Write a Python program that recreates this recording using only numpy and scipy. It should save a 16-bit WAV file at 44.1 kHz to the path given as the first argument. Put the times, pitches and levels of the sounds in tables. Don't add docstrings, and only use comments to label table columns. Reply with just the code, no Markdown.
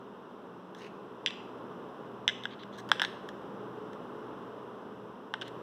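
import sys
import numpy as np
from scipy import signal
from scipy.fft import rfft, irfft
from scipy.io import wavfile

SR = 44100
rng = np.random.default_rng(int(sys.argv[2]) if len(sys.argv) > 2 else 0)


def wav_record(signal):
    frames = np.transpose(np.atleast_2d(signal))
    bounded = np.clip(frames, -1, 1)
    quanta = np.round(bounded * 32767).astype(np.int16)
    wavfile.write(sys.argv[1], SR, quanta)


N = 247842


def gain_of(db):
    return 10 ** (np.asarray(db) / 20)


def unit_rms(x):
    return x / np.sqrt(np.mean(x ** 2) + 1e-20)


def eq_gain(points, hz):
    point_hz, db = np.transpose(points)
    return gain_of(np.interp(np.log(hz + 1), np.log(point_hz + 1), db))


def automation(points):
    return np.interp(np.arange(N) / SR, *np.transpose(points))


def add(mix, start_s, sound):
    part = mix[round(start_s * SR):][:len(sound)]
    part += sound[:len(part)]


def noise(spectrum):
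    white = rfft(rng.standard_normal(N))
    return unit_rms(irfft(white * eq_gain(spectrum, np.fft.rfftfreq(N, 1 / SR)), N))


def background_swell(level_db, share):
    # time_s, level_db
    swell = [(0.0, -49.5), (0.72, -49.5), (0.94, -48.5), (1.34, -48), (1.6, -45.5), (2.05, -46),
             (2.35, -48.5), (2.6, -48), (3.01, -45), (4.43, -45), (4.59, -46), (5.34, -49.5), (5.62, -44)]
    swell_db = automation(swell)
    return gain_of(level_db + share * (swell_db - swell_db.mean()))


def fan_rush(split_hz=600):
    # frequency_hz, relative_db
    rush_spectrum = [(20, -54), (60, -20), (95, -18), (125, -8.5), (190, -3), (310, -0.5), (345, 1),
                     (420, 0.5), (480, -0.5), (720, -9), (1050, -5), (1500, -14), (2200, -32.5),
                     (3000, -70)]
    # frequency_hz, relative_db
    hiss_spectrum = [(1200, -7.5), (2300, -5), (2800, 3.5), (3600, -1.5), (4500, -16.5), (5200, -9.5),
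                     (5900, -12.5), (6800, -23), (7700, -18), (8900, -25), (10000, -21), (15400, -25.5),
                     (16000, -33)]
    air = noise(rush_spectrum)
    body = signal.sosfiltfilt(signal.butter(4, split_hz, fs=SR, output="sos"), air)
    return (background_swell(level_db=-49, share=1.11) * unit_rms(body)
            + background_swell(level_db=-51, share=0.97) * unit_rms(air - body)
            + background_swell(level_db=-66, share=0.75) * noise(hiss_spectrum))


def fan_hum(waver_hz=3, waver_depth=0.92):
    # pitch_hz, level_db
    tones = [(121.4, -63.5), (182.4, -61.5), (201.3, -59.5), (243, -60), (399, -61.5), (427, -56.5),
             (444, -70)]
    t = np.arange(N) / SR
    slow_band = np.exp(-(np.fft.fftfreq(N, 1 / SR) / waver_hz) ** 2)
    out = np.zeros(N)
    for pitch_hz, level_db in tones:
        jitter = rng.standard_normal(N) + 1j * rng.standard_normal(N)
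        drift = np.fft.ifft(np.fft.fft(jitter) * slow_band)
        carrier = np.exp(2j * np.pi * (pitch_hz * t + rng.random()))
        tone = ((1 + waver_depth * drift / drift.std()) * carrier).real
        out += background_swell(level_db, share=0.68) * unit_rms(tone)
    return out


def shell_ring(place, bass_db, treble_db, pitch, ring, pivot_hz=3200, spread_db=1.46, samples=1400):
    # pitch_hz, floor_hit_db, rim_hit_db, t60_s
    shell_modes = [(846, -8, -22, 0.011), (1440, -0.5, -11.5, 0.006), (1673, -3, -3, 0.014),
                   (2027, -15, -5, 0.012), (2957, -0.5, 2, 0.0046), (3440, 2, 6, 0.0061),
                   (3800, -4, -2.5, 0.004), (5204, -17.5, -16.5, 0.0082), (5984, -23, -15.5, 0.0081),
                   (7600, -26, -18.5, 0.0041), (9180, -29, -38, 0.0039), (10980, -34.5, -22, 0.0029),
                   (13800, -35, -35, .003)]
    build_s, chatter_s, low_cut_hz = 0.00027, 0.0034, 620
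    hz, floor_db, rim_db, t60_s = np.transpose(shell_modes)[:, :, None]
    t = np.arange(samples) / SR
    mode_db = floor_db + place * (rim_db - floor_db) + spread_db * rng.standard_normal(hz.shape)
    octaves = np.log2(hz / pivot_hz)
    mode_db += bass_db * np.clip(-octaves, 0, 1) + treble_db * np.maximum(octaves, 0)
    envelope = (1 - np.exp(-t / build_s)) * np.exp(-np.log(1000) * t / (t60_s * ring))
    polarity = (-1) ** np.arange(len(hz))[:, None]
    modes = (polarity * gain_of(mode_db) * envelope * np.sin(2 * np.pi * pitch * hz * t)).sum(0)
    force = 0.0455 * rng.standard_normal(samples) * np.exp(-t / chatter_s)
    force[0] = 1
    sound = signal.fftconvolve(modes, force)[:samples]
    sound = signal.lfilter(*signal.butter(2, low_cut_hz, "high", fs=SR), sound)
    return sound / abs(signal.hilbert(sound)).max()


def cell_scrapes(slips_per_s=1500, uneven_db=4):
    # start_s, end_s, level_db, place (0 floor, 1 rim), pitch_ratio
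    strokes = [(0.744, 0.896, -60.5, 0.21, 1.05), (0.796, 0.884, -56.5, 0.63, 0.79),
               (2.498, 2.55, -58, .95, 1.08), (2.583, 2.648, -58, .9, 1.05),
               (2.718, 2.78, -61.5, 0.39, 1.05), (2.773, 2.81, -53.5, 0.17, 1.05),
               (3.287, 3.295, -53.5, 0.27, 1.06), (5.409, 5.435, -50, 0.73, 0.98),
               (5.44, 5.497, -58.5, 0.53, 1.08)]
    out = np.zeros(N)
    slips = (rng.random(N) < slips_per_s / SR) * rng.choice([-1, 1], N)
    slips = slips * gain_of(uneven_db * np.minimum(rng.exponential(1, N), 3))
    for start_s, end_s, level_db, place, pitch in strokes:
        stroke = slips[round(start_s * SR):][:round((end_s - start_s) * SR)]
        stroke = stroke * signal.windows.tukey(len(stroke), 0.5)
        bass_db = np.interp(place, [0, 1], [8.5, -17])
        treble_db = np.interp(place, [0, 1], [16.5, -21])
        shell = shell_ring(place, bass_db, treble_db, pitch, ring=0.4)
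        add(out, start_s, gain_of(level_db) * unit_rms(signal.fftconvolve(stroke, shell)))
    return out


def cell_clicks(restitution=0.63, settled_s=0.0032, first_bounce_db=-8, next_bounce_db=-6):
    # start_s, peak_db, place (0 floor, 1 rim), bass_db_per_octave,
    # treble_db_per_octave, pitch_ratio, ring_ratio, bounce_gap_s (0 if held firmly)
    hits = [ (0.7484, -39.5, 0.8, 1, 8, 1, 0.95, 0.005),
            (1.2614, -10.5, 1, -19.5, -4.5, 0.962, 0.93, .0111), (1.3063, -29.5, .9, -7, -4, 1.06, 1.06, 0),
            (2.2786, -7, 0.78, -3, -1, 1.008, 1.1, 0.01), (2.4363, -31, .9, -9, 3, 1.03, 1.5, 0.0075),
            (2.454, -19, 0.26, 8, 0, 0.99, 1.8, 0), (2.6342, -35, 0.4, 0, 3, 0.97, 1.8, 0),
            (2.89, -33, .28, 4, 12.5, 0.9, 1.5, 0.0059), (2.8974, -34, .2, 9, 9, 1.08, 1.1, 0.01),
            (2.9162, -3.5, .08, 6.5, 4, 0.99, .8, 0), (2.9968, -15, .3, 1, 2.5, .97, 0.93, 0.0051),
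            (3.0175, -10, .12, 5, 6, 1.032, 1.4, 0.0013), (3.0251, -22, .05, 4, 4, 0.96, 0.92, 0.0011),
            (3.0326, -24, .22, -6, 3, 1.07, 1.2, 0), (3.0385, -21, .17, 15, 6, .99, 1.9, 0),
            (3.0486, -16, 0.12, -5, -4, 1.08, 0.82, .0035), (3.2887, -32.5, 0.41, -1, 8.5, 0.98, .8, 0),
            (3.9324, -38.5, 0.3, 6, 8, 1.04, .64, 0.0055), (5.3389, -17.5, .02, 5, -2, 0.97, 0.39, 0.0033),
            (5.4135, -27, 0.36, -7, 3.5, 0.99, 1.3, 0.0059), (5.4197, -25.5, .05, 3, 6.5, 0.9, 1, 0),
            (5.4802, -40, 0.36, -10, 13, 0.99, 1.2, 0)]
    out = np.zeros(N)
    for start_s, peak_db, place, bass_db, treble_db, pitch, ring, gap_s in hits:
        add(out, start_s, gain_of(peak_db) * shell_ring(place, bass_db, treble_db, pitch, ring))
        peak_db += first_bounce_db
        while gap_s > settled_s:
            start_s += gap_s
            bounce = shell_ring(place, bass_db + 8, treble_db - 1, pitch, ring * 1.46)
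            add(out, start_s, gain_of(peak_db) * bounce)
            peak_db += next_bounce_db
            gap_s *= restitution
    return out


def room(x, early_db=-21, early_s=0.01, tail_db=-15, t60_s=0.66, damping_hz=16000, predelay_s=0.005):
    # frequency_hz, relative_db
    tail_colour = [(450, -6), (1050, -20), (1550, -5.5), (2100, -1.5), (2830, 4.5), (3450, -6.5),
                   (4400, -0.5), (5600, -3), (8100, 2), (14000, 1.5)]
    # time_s, boost_db
    send = [(.8, 5.5), (1.29, 2), (2.29, 0.5)]
    t = np.arange(SR) / SR
    fade_in = np.clip(t / predelay_s - 1, 0, 1)
    hz, frame_s, bands = signal.stft(rng.standard_normal(SR), SR, nperseg=256)
    decay_per_s = np.log(1000) / t60_s * (1 + (hz / damping_hz) ** 2)
    bands = bands * np.exp(-np.outer(decay_per_s, frame_s)) * eq_gain(tail_colour, hz)[:, None]
    tail = signal.istft(bands, SR, nperseg=256)[1][:SR] * fade_in
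    early = rng.standard_normal(SR) * np.exp(-t / early_s) * fade_in
    response = gain_of(early_db) * early / np.linalg.norm(early)
    response += gain_of(tail_db) * tail / np.linalg.norm(tail)
    return signal.fftconvolve(x * gain_of(automation(send)), response)[:N]


def scene():
    handling = cell_clicks() + cell_scrapes()
    return (handling + room(handling) + fan_rush() + fan_hum())[None]


def record(dry):
    low_pass = signal.firwin(511, cutoff=15900, window=("kaiser", 9), fs=SR)
    return signal.oaconvolve(dry, low_pass[None], "same")


dry = scene()
out = record(dry)
wav_record(out)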